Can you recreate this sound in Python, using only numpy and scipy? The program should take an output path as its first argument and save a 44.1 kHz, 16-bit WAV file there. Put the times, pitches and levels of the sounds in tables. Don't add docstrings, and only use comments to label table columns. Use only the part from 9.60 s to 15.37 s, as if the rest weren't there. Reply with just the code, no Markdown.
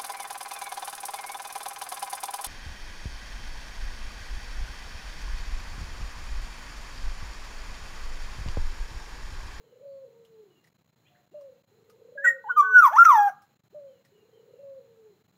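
import sys
import numpy as np
from scipy import signal
from scipy.fft import rfft, irfft
from scipy.io import wavfile
from scipy.ndimage import uniform_filter1d, minimum_filter1d

SR = 44100
rng = np.random.default_rng(int(sys.argv[2]) if len(sys.argv) > 2 else 0)


def to_wav(s):
    ch = np.atleast_2d(s).T
    pcm = np.round(np.clip(ch, -1, 1) * 32767)
    wavfile.write(sys.argv[1], SR, pcm.astype(np.int16))


N = 254456


def amp(db):
    return 10 ** (np.asarray(db) / 20)


def unit(x):
    return x / np.sqrt(np.mean(x ** 2) + 1e-20)


def read(points, hz):
    f, value = np.transpose(points)
    return np.interp(np.log(hz + 1), np.log(f + 1), value)


def follow(rows, t):
    s, *columns = np.transpose(rows)
    return [np.interp(t, s, c) for c in columns]


def add(mix, s, sound):
    part = mix[max(round(s * SR), 0):][:len(sound)]
    part += sound[:len(part)]


def tinted(x, spectrum):
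    gain = amp(read(spectrum, np.fft.rfftfreq(len(x), 1 / SR)))
    return unit(irfft(rfft(x) * gain, len(x)))


def noise(spectrum, size):
    return tinted(rng.standard_normal(size), spectrum)


def wander(rate_hz, size):
    hz = np.fft.rfftfreq(2 * SR, 1 / SR)
    spectrum = rfft(rng.standard_normal(2 * SR)) / (1 + (hz / rate_hz) ** 4)
    return unit(irfft(spectrum))[:size]


def soft_ends(t):
    return np.clip(np.minimum(t - t[0], t[-1] - t) / 0.00301, 0, 1)


def resonate(x, hz, width):
    turn = np.exp(2j * np.pi * np.cumsum(hz) / SR)
    r = np.exp(-np.pi * width / SR)
    return 2 * (turn * signal.lfilter([1 - r], [1, -r], x / turn)).real


# frequency in Hz, relative density in dB per Hz.
HUSH_COLOUR = [(25, -31), (60, -19.5), (110, 2), (165, 2), (260, -6), (700, -11.5), (1500, -16),
               (3800, -22), (4100, -12), (4400, -25.5), (6000, -29.5), (6900, -18), (8500, -38),
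               (12000, -31), (15000, -24)]
HUSH_DB = -68


def hush():
    return amp(HUSH_DB) * noise(HUSH_COLOUR, N)


# start in seconds, length in seconds, first pitch in Hz, last pitch in Hz, level in dB before porch and mix.
FAINT_SLURS = [(0.023, 0.14, 3200, 2800, -81), (0.236, 0.15, 4550, 4350, -81.5),
               (0.872, 0.15, 3000, 2740, -75.5), (1.446, 0.039, 2150, 3040, -67.5),
               (1.452, 0.036, 2950, 3600, -68.5), (1.46, 0.026, 1600, 2200, -72),
               (1.469, .17, 608, 572, -72.5), (1.489, 0.14, 720, 710, -64.5),
               (1.545, 0.022, 1390, 2220, -64), (1.7, 0.15, 2780, 2900, -80.5),
               (2.843, .22, 2940, 3297, -63), (4.248, 0.16, 3300, 2720, -79.5),
               (4.517, 0.127, 2984, 2750, -76.5), (4.71, .11, 3186, 2860, -76),
               (4.87, .22, 3002, 2544, -81)]


def faint_whistles():
    whistles = np.zeros(N)
    for row in FAINT_SLURS:
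        add(whistles, *faint_slur(*row))
    return whistles


def faint_slur(s, length, first_hz, last_hz, level_db, waver=0.014):
    size = round(length * SR)
    hz = np.linspace(first_hz, last_hz, size) * (1 + waver * wander(130, size))
    tone = np.sin(2 * np.pi * np.cumsum(hz) / SR)
    return s, amp(level_db) * tone * signal.windows.tukey(size, .5)


# start in seconds, level in dB before the trim, ring in Hz.
CAGE_TICKS = [(0.6491, -55.5, 3000), (1.0411, -55, 1920), (1.071, -56.5, 1920), (1.809, -57, 1070),
              (2.297, -51.5, 1260), (3.8192, -54, 1212), (4.449, -54, 1856)]


def cage():
    ticks = np.zeros(N)
    for row in CAGE_TICKS:
        add(ticks, *tick(*row))
    return ticks


def tick(s, level_db, hz, t60=0.088, rise=0.00061, trim_db=-7.0, ring_db=14.0):
    t = np.arange(SR // 6) / SR
    colour = [(150, -8), (hz * 0.87, 0), (hz, ring_db), (hz * 1.3, -2),
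              (4000, -5), (5300, 0), (6500, -7), (16000, -10)]
    decay = amp(level_db + trim_db - 60 * t / t60)
    return s, decay * (1 - np.exp(-t / rise)) * noise(colour, len(t))


# frequency in Hz, level in dB relative to the tone.
DOVE_SECOND_PARTIAL = [(650, -12), (850, -28), (930, -22.5), (1030, -44.5), (1200, -36.5)]
ROLL_HZ = 27.15
ROLL_BEND = .07


def coo(rows, jitter=0.0036, roll_spread=0.15, roll_chop=0.53, rough=0.87):
    t = np.arange(rows[0][0], rows[-1][0], 1 / SR)
    hz, level_db, depth = follow(rows, t)
    roll = 2 * np.pi * np.cumsum(ROLL_HZ * (1 + roll_spread * wander(16, len(t)))) / SR
    flick = np.cos(roll) + np.cos(2 * roll) / 2
    bend = 1 + ROLL_BEND * depth * flick + jitter * wander(60, len(t))
    phase = 2 * np.pi * np.cumsum(hz * bend) / SR
    tone = np.sin(phase) + amp(read(DOVE_SECOND_PARTIAL, 2 * hz)) * np.sin(2 * phase)
    chop = 1 + depth * (roll_chop * np.sin(roll) + rough * wander(74, len(t)))
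    return t[0], amp(level_db) * chop * tone * soft_ends(t)


ROLL_TOP_HZ, ROLL_CLIMB_HZ_PER_S, ROLL_GROWTH_DB_PER_S, ROLL_DEPTH = 498, 180, 29, .85
HIGH_HZ, HIGH_DB, MIDDLE_HZ, MIDDLE_DB = 570, -46, 553, -41
CREST_HZ, CREST_DB, CREST_LEAD_S = 542.3, -38.0, 0.073
LOW_HZ, LULL_HZ, LULL_DB, SWELL_HZ, SWELL_S = 476, 453, -58.5, 433.7, .11
LEAP_S, DROP_S, FLARE_DEPTH, LULL_DEPTH = .008, .025, 0.45, 0.11
SIGH_S, DYING_HZ_PER_S, DYING_DB = .06, 840, -70.0


def long_coo(start, leap, drop, swell, end, roll_db, drop_db, swell_db,
             ease_db=-5.5, ease_hz=9.0, sigh_db=-14.0, sigh_hz=40.0):
    roll = leap - start
    first_hz = ROLL_TOP_HZ - ROLL_CLIMB_HZ_PER_S * roll
    last_hz = SWELL_HZ - DYING_HZ_PER_S * (end - swell)
    return coo([(start, first_hz, roll_db - ROLL_GROWTH_DB_PER_S * roll, ROLL_DEPTH),
                (leap - LEAP_S, ROLL_TOP_HZ, roll_db, ROLL_DEPTH),
                (leap, HIGH_HZ, HIGH_DB, FLARE_DEPTH),
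                ((leap + drop - CREST_LEAD_S) / 2, MIDDLE_HZ, MIDDLE_DB, 0),
                (drop - CREST_LEAD_S, CREST_HZ, CREST_DB, 0),
                (drop - DROP_S, CREST_HZ - ease_hz, CREST_DB + ease_db, 0),
                (drop, LOW_HZ, drop_db, FLARE_DEPTH),
                (swell - SWELL_S, LULL_HZ, LULL_DB, LULL_DEPTH),
                (swell, SWELL_HZ, swell_db, 0),
                (swell + SIGH_S, SWELL_HZ - sigh_hz, swell_db + sigh_db, FLARE_DEPTH),
                (end, last_hz, DYING_DB, FLARE_DEPTH)])


ACCENT_HZ, ACCENT_DB, ACCENT_S, ACCENT_DIP_DB = 596.5, -40.5, 0.0344, -45
SHORT_CREST_HZ, SHORT_CREST_DB, SHORT_LEAD_S, SHORT_EDGE_HZ, SILENT_DB = 538, -43, 0.032, 250, -74


def short_coo(leap, drop, end, roll_db=-56.0):
    return coo([(leap - SHORT_LEAD_S, SHORT_EDGE_HZ, SILENT_DB, ROLL_DEPTH),
                (leap - LEAP_S, ROLL_TOP_HZ, roll_db, ROLL_DEPTH),
                (leap, ACCENT_HZ, ACCENT_DB, LULL_DEPTH),
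                (leap + ACCENT_S, ACCENT_HZ, ACCENT_DB, LULL_DEPTH),
                (leap + ACCENT_S + DROP_S, HIGH_HZ, ACCENT_DIP_DB, LULL_DEPTH),
                (drop - DROP_S, SHORT_CREST_HZ, SHORT_CREST_DB, 0),
                (drop, ROLL_TOP_HZ, roll_db, FLARE_DEPTH),
                (end, LOW_HZ, SILENT_DB, FLARE_DEPTH)])


# start in seconds, leap to the high note in seconds, drop to the low note in
# seconds, last swell in seconds, end in seconds, top of the roll in dB, drop in dB, last swell in dB.
DOVE_LONG_COOS = [(0, 0.22, 0.46, .805, .97, -55.5, -52, -46.5),
                  (2.111, 2.559, 2.795, 3.115, 3.27, -52.5, -58.5, -43.5),
                  (4.51, 5.002, 5.205, 5.47, 5.57, -52, -55, -49)]
# leap in seconds, drop in seconds, end in seconds.
DOVE_SHORT_COOS = [(1.745, 1.91, 2.01), (4.148, 4.32, 4.43)]


def dove():
    coos = np.zeros(N)
    for row in DOVE_LONG_COOS:
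        add(coos, *long_coo(*row))
    for row in DOVE_SHORT_COOS:
        add(coos, *short_coo(*row))
    return coos


# frequency in Hz, level in dB relative to the tone,
# before the brightness of the note.
THROAT_COLOUR = [(1600, -8), (2000, -26), (2450, -37), (2900, -44.5), (3350, -36.5), (4200, -54),
                 (4900, -47), (5750, -42), (7100, -46.5), (8600, -56), (11200, -49), (12200, -56),
                 (13200, -45), (15400, -46)]
# frequency in Hz, relative level in dB.
RASP_COLOUR = [(100, -33.5), (400, -22.5), (900, -3.5), (1750, 4), (2600, -4), (4100, -28), (5000, -19.5),
               (7400, -20), (8800, -27.5), (10500, -21.5), (12000, -28), (13400, -13), (15500, -21.5)]
JITTER, STRAIN_JITTER = .0014, .045
PIPE_SHORT_HZ, PIPE_LONG_HZ, STRETCH_AT_S, STRETCH_S = 7340, 5990, 3.02, .05


def whistle(t, hz, level_db, bright_db, harsh_db, pipe_db,
            flutter_db=7.5, pipe_width_hz=680.0, pipe_rasp_db=12.5):
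    shake = (JITTER + STRAIN_JITTER * amp(harsh_db)) * wander(300, len(t))
    phase = 2 * np.pi * np.cumsum(hz * (1 + shake)) / SR
    overtones = np.zeros(len(t))
    for k in range(2, 22):
        unsteady_db = flutter_db * (1 - 1 / k) ** 2 * wander(50, len(t))
        gain = amp(read(THROAT_COLOUR, k * hz) + bright_db + unsteady_db)
        overtones += gain * (k * hz < SR / 2) * np.sin(k * phase)
    puffs = rng.standard_normal(len(t)) * (1 + np.cos(phase))
    rasp = amp(harsh_db) * tinted(puffs, RASP_COLOUR) / 2
    stretch = 1 / (1 + np.exp((t - STRETCH_AT_S) / STRETCH_S))
    pipe_hz = PIPE_LONG_HZ + (PIPE_SHORT_HZ - PIPE_LONG_HZ) * stretch
    pipe = overtones + amp(pipe_rasp_db) * rasp
    for _ in range(2):
        pipe = resonate(pipe, pipe_hz, pipe_width_hz)
    sound = np.sin(phase) + overtones + rasp + amp(pipe_db) * pipe
    return t[0], amp(level_db) * sound * soft_ends(t)


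def note(start, length, first_hz, last_hz, arch_hz, level_db, swell_db, attack, release,
         bright_db, harsh_db, pipe_db):
    t = np.arange(0, length, 1 / SR)
    u = t / length
    hz = first_hz + (last_hz - first_hz) * u + arch_hz * np.sin(np.pi * u)
    opening = np.clip(np.minimum(t / attack, (length - t) / release), 0, 1)
    s, sound = whistle(start + t, hz, level_db + swell_db * (u - .5), bright_db, harsh_db, pipe_db)
    return s, sound * np.sin(np.pi / 2 * opening) ** 2


HALF_STRAIN_OCT_PER_S = 3.8
SLUR_DB, SLUR_PIPE_DB = 4, 2
CALM_OVERTONES_DB, STRAIN_OVERTONES_DB = -4.5, 6.0
CALM_RASP_DB, STRAIN_RASP_DB, RASP_DB_PER_OCT, CLEAR_HZ = -60.0, 28.0, 19.0, 1400
FULL_VOICE_DB, PURER_DB_PER_DB = -18.5, 0.9
# centre in seconds, half length
# in seconds, rasp in dB, windpipe in dB.
VOICE_CRACKS = [(2.672, .038, -24.5, 13.5), (3.368, .012, -28, 11), (3.449, 0.01, -7.5, 9)]


def slur(rows):
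    t = np.arange(rows[0][0], rows[-1][0], 1 / SR)
    hz, level_db = (uniform_filter1d(c, size=180, mode="nearest") for c in follow(rows, t))
    speed = uniform_filter1d(abs(np.gradient(np.log2(hz))) * SR, size=500)
    strain = speed ** 2 / (speed ** 2 + HALF_STRAIN_OCT_PER_S ** 2)
    purity_db = PURER_DB_PER_DB * np.maximum(FULL_VOICE_DB - level_db, 0) * (1 - strain)
    bright_db = CALM_OVERTONES_DB + STRAIN_OVERTONES_DB * strain - purity_db
    harsh_db = CALM_RASP_DB + STRAIN_RASP_DB * strain + RASP_DB_PER_OCT * np.log2(CLEAR_HZ / hz)
    pipe_db = SLUR_PIPE_DB + purity_db
    for s, half_length, rasp_db, ring_db in VOICE_CRACKS:
        crack = np.exp(-((t - s) / half_length) ** 4)
        harsh_db = harsh_db + crack * (rasp_db - harsh_db)
        pipe_db = pipe_db + crack * (ring_db - pipe_db)
    return whistle(t, hz, level_db + SLUR_DB, bright_db, harsh_db, pipe_db)


# start in seconds, length in seconds, # first pitch in Hz, last pitch in
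# Hz, arch in Hz, level in dB, swell in dB, attack in seconds, release in # seconds, overtones in dB, rasp in
# dB, windpipe in dB.
SHORT_NOTES = [(2.639, .034, 1576, 1407, 0, -16, -3, 0.013, 0.01, -4, -23.5, 13),
               (2.839, 0.071, 950, 1300, -270, -35.5, 12, 0.0045, 0.0078, -14.5, -45, 12.5),
               (2.884, 0.05, 1550, 1376, 15, -18.5, 0, 0.031, 0.025, -17, -47, 13),
               (2.958, .066, 1236, 1095, 30, -9, 0, .03, .018, -4.5, -50.5, -3.5),
               (3.018, 0.11, 1130, 1108, 5, -27, -18.5, 0.013, 0.0095, -15, -43.5, 12)]
# time in seconds, pitch in Hz, level in dB before the slur's gain.
OPENING_WHISTLE = [(2.574, 1630, -48.5), (2.582, 1637, -34.5), (2.618, 1671, -45), (2.638, 1824, -38.5),
                   (2.652, 1881, -24.5), (2.662, 1934, -26), (2.674, 1904, -16), (2.692, 1871, -17),
                   (2.738, 1851, -39.5)]
# seconds, Hz, dB
FALLING_WHISTLE = [(3.023, 1509, -53), (3.031, 1511, -35), (3.053, 1506, -28), (3.103, 1502, -30),
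                   (3.133, 1498, -23.5), (3.163, 1490, -8), (3.193, 1430, -8), (3.217, 1344, -22.5),
                   (3.223, 1325, -14.5), (3.251, 1135, -11.5), (3.277, 959, -17.5), (3.285, 887, -26.5),
                   (3.3, 790.7, -54.5)]
# seconds, Hz, dB
RISING_WHISTLE = [(3.308, 581.1, -48), (3.324, 655, -37.5), (3.336, 853, -27), (3.36, 880, -21),
                  (3.372, 1103, -16), (3.38, 1254, -20.5), (3.386, 1352, -10), (3.402, 1381, -7),
                  (3.43, 1390, -6), (3.446, 1396, -27.5), (3.452, 1400, -22.5)]
# seconds, Hz, dB
LAST_WHISTLE = [(3.447, 1421, -29), (3.457, 1378, -11.5), (3.469, 1303, -11), (3.481, 1258, -17),
                (3.497, 1206, -10), (3.527, 991, -15.5), (3.577, 840.3, -18), (3.599, 824.8, -18),
                (3.679, 807.5, -21), (3.689, 770, -29.5), (3.704, 692, -41.5)]


def song(sum_db=-17.0, cross_db=-12.5):
    low, high = np.zeros((2, N))
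    for row in SHORT_NOTES:
        add(low, *note(*row))
    add(low, *slur(RISING_WHISTLE))
    for rows in (OPENING_WHISTLE, FALLING_WHISTLE, LAST_WHISTLE):
        add(high, *slur(rows))
    both = low + high
    return both + low * high * (amp(sum_db) + amp(cross_db) * both)


# frequency in Hz, decay by 60 dB in seconds, relative tail level in dB.
PORCH_RING = [(480, 0.55, -15), (820, 0.27, -25.5), (1237, .42, -13), (1800, 0.4, -23), (5000, 0.19, -13),
              (15000, 0.18, -8.5)]
# delay in seconds, relative level in dB.
WALL_ECHOES = [(0.012, -14.5), (.0225, -20.5), (.0335, -22), (0.054, -30.5)]


def porch(x, tail_db, walls_db):
    taps = rng.choice([-1., 1.], SR) * (rng.random(SR) < 3000 / SR)
    hz, t, z = signal.stft(unit(taps), SR, nperseg=256)
    t60, wet_db = (read(np.array(PORCH_RING)[:, [0, k]], hz)[:, None] for k in (1, 2))
    decay = np.sqrt(np.log(1e6) / (t60 * SR)) * amp(-60 * t / t60)
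    tail = z * decay * amp(wet_db + tail_db) * np.minimum(t / .008, 1)
    response = signal.istft(tail, SR, nperseg=256)[1]
    response[0] += 1
    for delay, db in WALL_ECHOES:
        response[round(delay * SR)] += amp(db + walls_db)
    return signal.fftconvolve(x, response)[:N]


def scene():
    faint = amp(-2.0) * porch(faint_whistles(), tail_db=22.0, walls_db=1.5)
    behind = porch(dove(), tail_db=8.5, walls_db=-3.0)
    near = porch(song() + cage(), tail_db=1.5, walls_db=1.0)
    return (near + behind + faint + hush())[None]


EDGE_HZ = 15780


def record(dry, threshold_db=-68.0, slope=9.3, deepest_db=20., ceiling_db=-3.8):
    power_db = 10 * np.log10(abs(uniform_filter1d(dry[0] ** 2, size=400)) + 1e-12)
    dip_db = np.clip(slope * (threshold_db - power_db), 0, deepest_db)
    gate = amp(-uniform_filter1d(dip_db, size=150))
    headroom = minimum_filter1d(np.minimum(amp(ceiling_db) / (abs(dry[0]) + 1e-9), 1), size=300)
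    held = dry * gate * uniform_filter1d(headroom, size=200)
    lowpass = signal.firwin(511, EDGE_HZ, window=("kaiser", 9), fs=SR)
    return signal.oaconvolve(held, lowpass[None], "same")


dry = scene()
out = record(dry)
to_wav(out)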